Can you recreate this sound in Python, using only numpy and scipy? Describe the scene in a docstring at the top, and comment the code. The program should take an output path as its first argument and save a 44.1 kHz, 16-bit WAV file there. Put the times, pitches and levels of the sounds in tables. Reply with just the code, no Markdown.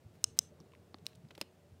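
"""On a groomed slope, over low wind and a far rumble, a snowboarder tightens a binding. Clothes rustle,
then the ratchet snaps twice as its pawl drops over the teeth. The board bumps softly on the snow and the
strap slips in tiny ticks. The boot knocks in its shell, a catch clicks, glove and boot scuff, and last
the buckle clacks down and shakes the board. Each impact rings as a set of heavily damped modes.
Throughout, the snow absorbs nearly all echo, and only a faint scatter returns from the trees."""
import sys
import numpy as np
from scipy import signal
from scipy.fft import rfft, irfft
from scipy.io import wavfile

SR = 44100
rng = np.random.default_rng(int(sys.argv[2]) if len(sys.argv) > 2 else 0)


def wav_record(signal):
    """Record a signal, one row per channel, as 16-bit PCM in the file named by sys.argv[1]."""
    frames = np.transpose(np.atleast_2d(signal))
    bounded = np.clip(frames, -1, 1)
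    # unit amplitude maps onto the largest positive 16-bit level
    quanta = np.round(bounded * 32767).astype(np.int16)
    wavfile.write(sys.argv[1], SR, quanta)


N = 79380
TIME = np.arange(N) / SR


def from_db(db):
    """Amplitude ratio of a level in decibels."""
    return 10 ** (np.asarray(db) / 20)


def rms_one(x):
    """Normalisation to unit rms."""
    return x / np.sqrt(np.mean(x ** 2) + 1e-20)


def high_pass(x, hz, order):
    """Butterworth attenuation below a cutoff."""
    return signal.sosfilt(signal.butter(order, hz, "high", fs=SR, output="sos"), x)


def noise(spectrum):
    """Spectral shaping: unit-rms noise with the given relative density, rolled off below its first row."""
    hz, db = np.transpose(spectrum)
    bins_hz = np.maximum(np.fft.rfftfreq(N, 1 / SR), 1)
    roll_off = np.minimum(bins_hz / hz[0], 1) ** 2
    gain = from_db(np.interp(np.log(bins_hz), np.log(hz), db))
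    return rms_one(irfft(rfft(rng.standard_normal(N)) * roll_off * gain, N))


def band_noise(hz, edge_ratio, order=1):
    """Band-limited noise of unit rms, its edges a ratio (at least 1.05) below and above the centre."""
    edge_ratio = max(edge_ratio, 1.05)
    edges_hz = [hz / edge_ratio, min(hz * edge_ratio, .45 * SR)]
    band = signal.butter(order, edges_hz, "band", fs=SR, output="sos")
    return rms_one(signal.sosfilt(band, rng.standard_normal(N)))


def drift(rate_hz):
    """Random modulation of unit rms, interpolated between values drawn at the given rate."""
    return rms_one(np.interp(TIME * rate_hz, np.arange(N), rng.standard_normal(N)))


def swell(start_s, rise_s):
    """Critically damped envelope: it reaches 1 after the rise time, then decays."""
    age = np.maximum(TIME - start_s, 0) / rise_s
    return age * np.exp(1 - np.minimum(age, 100))


def strike(start_s, modes, pitch_ratio=1):
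    """Modal superposition: an impact excites damped sinusoids that ring for milliseconds."""
    return sum(from_db(db) * swell(start_s, rise_s)
               * np.sin(2 * np.pi * hz * pitch_ratio * (TIME - start_s)) for hz, db, rise_s in modes)


def friction_grain():
    """Amplitude modulation: the rapid random flutter that makes rubbing sound grainy."""
    return from_db(4.5 * drift(rate_hz=1500))


# Spectrum of the far rumble and air: frequency_hz, relative_density_db
AIR_SPECTRUM = [(25, -25.5), (45, -16.5), (80, -1.5), (160, 0), (280, -5.5), (450, -7.5), (650, -8),
                (1000, -16.5), (1700, -20.5), (3200, -23.5), (6000, -27.5), (9300, -29.5), (10500, -33),
                (15600, -33.5), (16200, -55)]
# Spectrum of the distant wash: frequency_hz, relative_density_db
WASH_SPECTRUM = [(120, -22), (250, -1), (450, 2.5), (650, -8), (1000, -13), (2500, -26.5), (16000, -60)]
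# Envelope of the wash: time_s, relative_level_db
WASH_ENVELOPE = [(0.0, -74.5), (0.646, -64), (0.952, -72), (1.108, -74.5), (1.8, -79.5)]
def distant_rumble():
    """Ambient noise: a stationary floor, and a low-mid wash that slowly swells and fades."""
    air_db, wash_gain_db = -67, -3.5
    wash_db = wash_gain_db + np.interp(TIME, *np.transpose(WASH_ENVELOPE))
    return from_db(air_db) * noise(AIR_SPECTRUM) + from_db(wash_db) * noise(WASH_SPECTRUM)


# Far-off tones: pitch_hz, level_db
DRONE_TONES = [(88, -69.5), (372, -78.5), (445, -77), (607, -80)]
def drones():
    """Random frequency and amplitude modulation makes each faint tone waver."""
    wander_fraction, waver_db = .025, 3.5
    out = 0
    for hz, db in DRONE_TONES:
        pitch_hz = hz * (1 + wander_fraction * drift(rate_hz=14))
        phase = 2 * np.pi * np.cumsum(pitch_hz) / SR
        waver = from_db(waver_db * drift(rate_hz=9))
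        out += from_db(db) * rms_one(waver * np.sin(phase))
    return out


# Spectrum of the wind: frequency_hz, relative_density_db
WIND_SPECTRUM = [(25, -32), (55, -14), (90, -2), (170, -0.5), (260, -14.5), (600, -40), (16000, -80.5)]
# Envelope of the wind: time_s, level_db
WIND_ENVELOPE = [(0.0, -69), (0.42, -63), (0.796, -68), (1.202, -63.5), (1.534, -80), (1.8, -70.5)]
# Buffets of wind at the microphone: start_s, level_db, centre_hz
WIND_BUFFETS = [(.04, -54, 102), (.262, -56.5, 75), (.378, -61, 165), (0.501, -60.5, 114),
                (.598, -58.5, 172.3), (.79, -58.5, 100.5), (1.02, -57, 145), (1.168, -57, 130),
                (1.235, -57.5, 167), (1.71, -56.5, 105.4)]
def wind():
    """Turbulent pressure fluctuations at the microphone give a low rumble with brief buffets."""
    rumble = from_db(np.interp(TIME, *np.transpose(WIND_ENVELOPE))) * noise(WIND_SPECTRUM)
    buffets = sum(from_db(db) * swell(start_s, rise_s=.013) * band_noise(hz, edge_ratio=1.35, order=2)
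                  for start_s, db, hz in WIND_BUFFETS)
    return rumble + buffets


# Movements of the clothes: start_s, level_db, rise_s
CLOTH_MOVES = [(.125, -76.5, 0.024), (.2, -76.5, 0.022), (.36, -68, 0.018), (1.044, -69.5, 0.027),
               (1.375, -70.5, 0.018)]
# Spectrum of rubbing cloth: frequency_hz, relative_density_db
CLOTH_SPECTRUM = [(600, -10), (1500, 3.5), (4200, -2), (7000, -5), (16000, -10)]
def clothes():
    """Sliding friction of cloth radiates grainy broadband noise with each movement."""
    envelope = sum(from_db(db) * swell(start_s, rise_s) for start_s, db, rise_s in CLOTH_MOVES)
    return envelope * rms_one(friction_grain() * noise(CLOTH_SPECTRUM))


# Snaps of the pawl: start_s, gain_db, pitch_ratio, landing_delay_s, landing_db, treble_gain_db
PAWL_SNAPS = [(0.2413, -2.5, 1.018, .000725, -8, -4), (0.3894, -0.77, 1.005, 0.0005345, -10, 2)]
# Modes of the ratchet: base_pitch_hz, relative_level_db, rise_s
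RATCHET_MODES = [(1272, -33.5, 0.00041), (1917, -49, 0.00025), (2952, -32, 0.00085), (3580, -35, 0.00063),
                 (4116, -22.5, 0.00038), (5195, -14.5, 0.00051), (6104, -12.5, 0.00059),
                 (7850, -12.5, 0.0003), (8460, -21.5, 0.00049), (10900, -29, 0.00029),
                 (12800, -24.5, 0.0004), (13554, -32, 0.00035), (15026, -36.5, 0.0003)]
def ratchet():
    """Two contacts: the pawl slides over a tooth, then lands on it a fraction of a millisecond later; so small
    a radiator gives off no bass."""
    treble_above_hz = 11000
    out = 0
    for start_s, gain_db, pitch_ratio, delay_s, landing_db, treble_db in PAWL_SNAPS:
        modes = [(hz, db + treble_db * (hz > treble_above_hz), rise_s)
                 for hz, db, rise_s in RATCHET_MODES]
        first_contact = strike(start_s, modes, pitch_ratio)
        landing = from_db(landing_db) * strike(start_s + delay_s, modes, pitch_ratio)
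        out += from_db(gain_db) * (first_contact + landing)
    return high_pass(out, hz=955, order=6)


# Bumps of the board on the snow: start_s, level_db, pitch_hz, rise_s
BOARD_BUMPS = [(.519, -57, 590, .005), (.6005, -57, 330, .004), (.6015, -60, 1050, .001),
               (.7352, -56, 1050, .0016), (1.243, -54, 175, .005), (1.3065, -59, 1050, .002)]
def board():
    """Damped free vibration: each soft contact with the snow excites a single mode."""
    return sum(strike(start_s, [(hz, db, rise_s)]) for start_s, db, hz, rise_s in BOARD_BUMPS)


# Slips of the strap: start_s, level_db, centre_hz, decay_s, edge_ratio
STRAP_SLIPS = [(0.6023, -49.5, 5140, 0.0015, 1.07), (0.6096, -63, 4000, .001, 1.5),
               (0.72, -57, 2100, .0013, 1.34), (.7357, -57, 2400, .002, 1.35),
               (.751, -58, 2090, 0.0011, 1.3), (.9855, -60.5, 3200, .0012, 1.9),
               (1.0567, -55, 3300, 0.0019, 1.8), (1.1317, -59.5, 2600, 0.0015, 1.7),
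               (1.1518, -58, 4000, 0.0011, 1.35), (1.156, -59.5, 6950, .0012, 1.8),
               (1.25, -65, 2100, .0014, 1.4), (1.2869, -61, 4230, .0014, 1.4),
               (1.4252, -51, 4900, .0012, 1)]
def strap():
    """Stick-slip friction: each tiny slip is a noise burst with a sharp onset and exponential decay."""
    out = 0
    for start_s, db, hz, decay_s, edge_ratio in STRAP_SLIPS:
        envelope = (TIME >= start_s) * np.exp(-np.abs(TIME - start_s) / decay_s)
        out += from_db(db) * envelope * band_noise(hz, edge_ratio, order=2)
    return out


# Modes of the boot in its shell: pitch_hz, relative_level_db, rise_s
BOOT_MODES = [(298, -44, 0.0021), (830, -44, .0009), (1137, -39.5, 0.00057), (1710, -44.5, 0.00039),
              (3790, -47, 0.00054), (4290, -40.5, 0.00038), (7400, -65, .0003)]
def boot_knock():
    """Impact excitation: the boot meets its shell, and heavy damping leaves a soft knock."""
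    return from_db(-1) * strike(start_s=.9437, modes=BOOT_MODES)


# Modes of the catch: pitch_hz, relative_level_db, rise_s
CATCH_MODES = [(1410, -46, 0.00032), (2850, -32, 0.00038), (4040, -25, 0.00044), (5300, -29, 0.00044),
               (8560, -34.5, 0.00044), (11800, -39.5, 0.00033), (12950, -52.5, .00035), (15400, -50, .0003)]
def catch_click():
    """Impulse response of a small plastic part: high, short-lived modes are heard as a click."""
    return from_db(-1.5) * strike(start_s=1.0656, modes=CATCH_MODES)


# Scuffs of glove and boot: start_s, rub_db, centre_hz, rise_s, thud_db, fizz_db
SCUFF_STROKES = [(1.3055, -57, 1890, .0036, -57.5, -78), (1.3501, -53, 2460, 0.0018, -75, -66.5),
                 (1.3778, -55.5, 2200, 0.0013, -49, -62), (1.4135, -48, 2505, 0.0031, -55, -61)]
def scuffs():
    """Friction noise: a grainy rub with a fizz on top, and a slower, dull thud from the board."""
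    grain = rms_one(friction_grain())
    out = 0
    for start_s, rub_db, centre_hz, rise_s, thud_db, fizz_db in SCUFF_STROKES:
        rub = from_db(rub_db) * band_noise(centre_hz, edge_ratio=1.88, order=2)
        fizz = from_db(fizz_db) * band_noise(hz=7500, edge_ratio=1.6)
        thud = from_db(thud_db) * band_noise(hz=340, edge_ratio=1.76, order=2)
        out += swell(start_s, rise_s) * grain * (rub + fizz)
        out += swell(start_s, 1.74 * rise_s) * thud
    return out


# Modes of the buckle and the board under it: pitch_hz, relative_level_db, rise_s
BUCKLE_MODES = [(197, -48, 0.0048), (350, -41, .0022), (620, -34, 0.0012), (975, -34, 0.00069),
                (1280, -33, 0.00049), (1910, -31.5, 0.00044), (2690, -26.5, 0.00051), (4330, -29, 0.00051),
                (5050, -28.5, 0.00086), (6740, -33, 0.00031), (8660, -30.5, 0.00026), (9400, -42, 0.00044),
                (12150, -38, 0.00052), (14000, -42, 0.00033)]
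def buckle_clack():
    """Structure-borne vibration: the buckle shuts, and the board adds low modes to its clack."""
    return from_db(-2) * strike(start_s=1.4131, modes=BUCKLE_MODES)


# Spectrum of the scattered sound: frequency_hz, relative_density_db
SCATTER_SPECTRUM = [(300, -1), (2500, 4.5), (4300, 2), (5300, -8), (6400, 1.5), (7800, -5), (9500, -1),
                    (13000, -9)]
def slope_echo(direct):
    """Reflection and scattering: the direct sound, a weak bounce off snow, a diffuse tail from trees."""
    bounce_delay_s, bounce_db = .0065, -37
    trees_delay_s, trees_fade_s, scatter_db = .021, .056, -31.5
    bounce = np.interp(TIME - bounce_delay_s, TIME, direct)
    trees_fade = np.exp(-((TIME - trees_delay_s) / trees_fade_s) ** 2)
    envelope = np.where(TIME < trees_delay_s, from_db(-5), trees_fade)  # weaker until the trees answer
    response = envelope * noise(SCATTER_SPECTRUM)
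    scatter = signal.fftconvolve(direct, response / np.sqrt(np.sum(response ** 2)))[:N]
    return direct + from_db(bounce_db) * bounce + from_db(scatter_db) * scatter


def scene():
    """Superposition: the background and the snowboarder's sounds with their echo add in one channel."""
    background = distant_rumble() + drones() + wind()
    rider = (clothes() + ratchet() + board() + strap()
             + boot_knock() + catch_click() + scuffs() + buckle_clack())
    return (background + slope_echo(rider))[None]


def record(dry):
    """Band limiting: the microphone drops the deep bass and cuts the top steeply."""
    low_hz, high_hz = 59.7, 16200
    low_pass = signal.butter(20, high_hz, fs=SR, output="sos")
    return signal.sosfilt(low_pass, high_pass(dry, low_hz, order=2))


dry = scene()
out = record(dry)
wav_record(out)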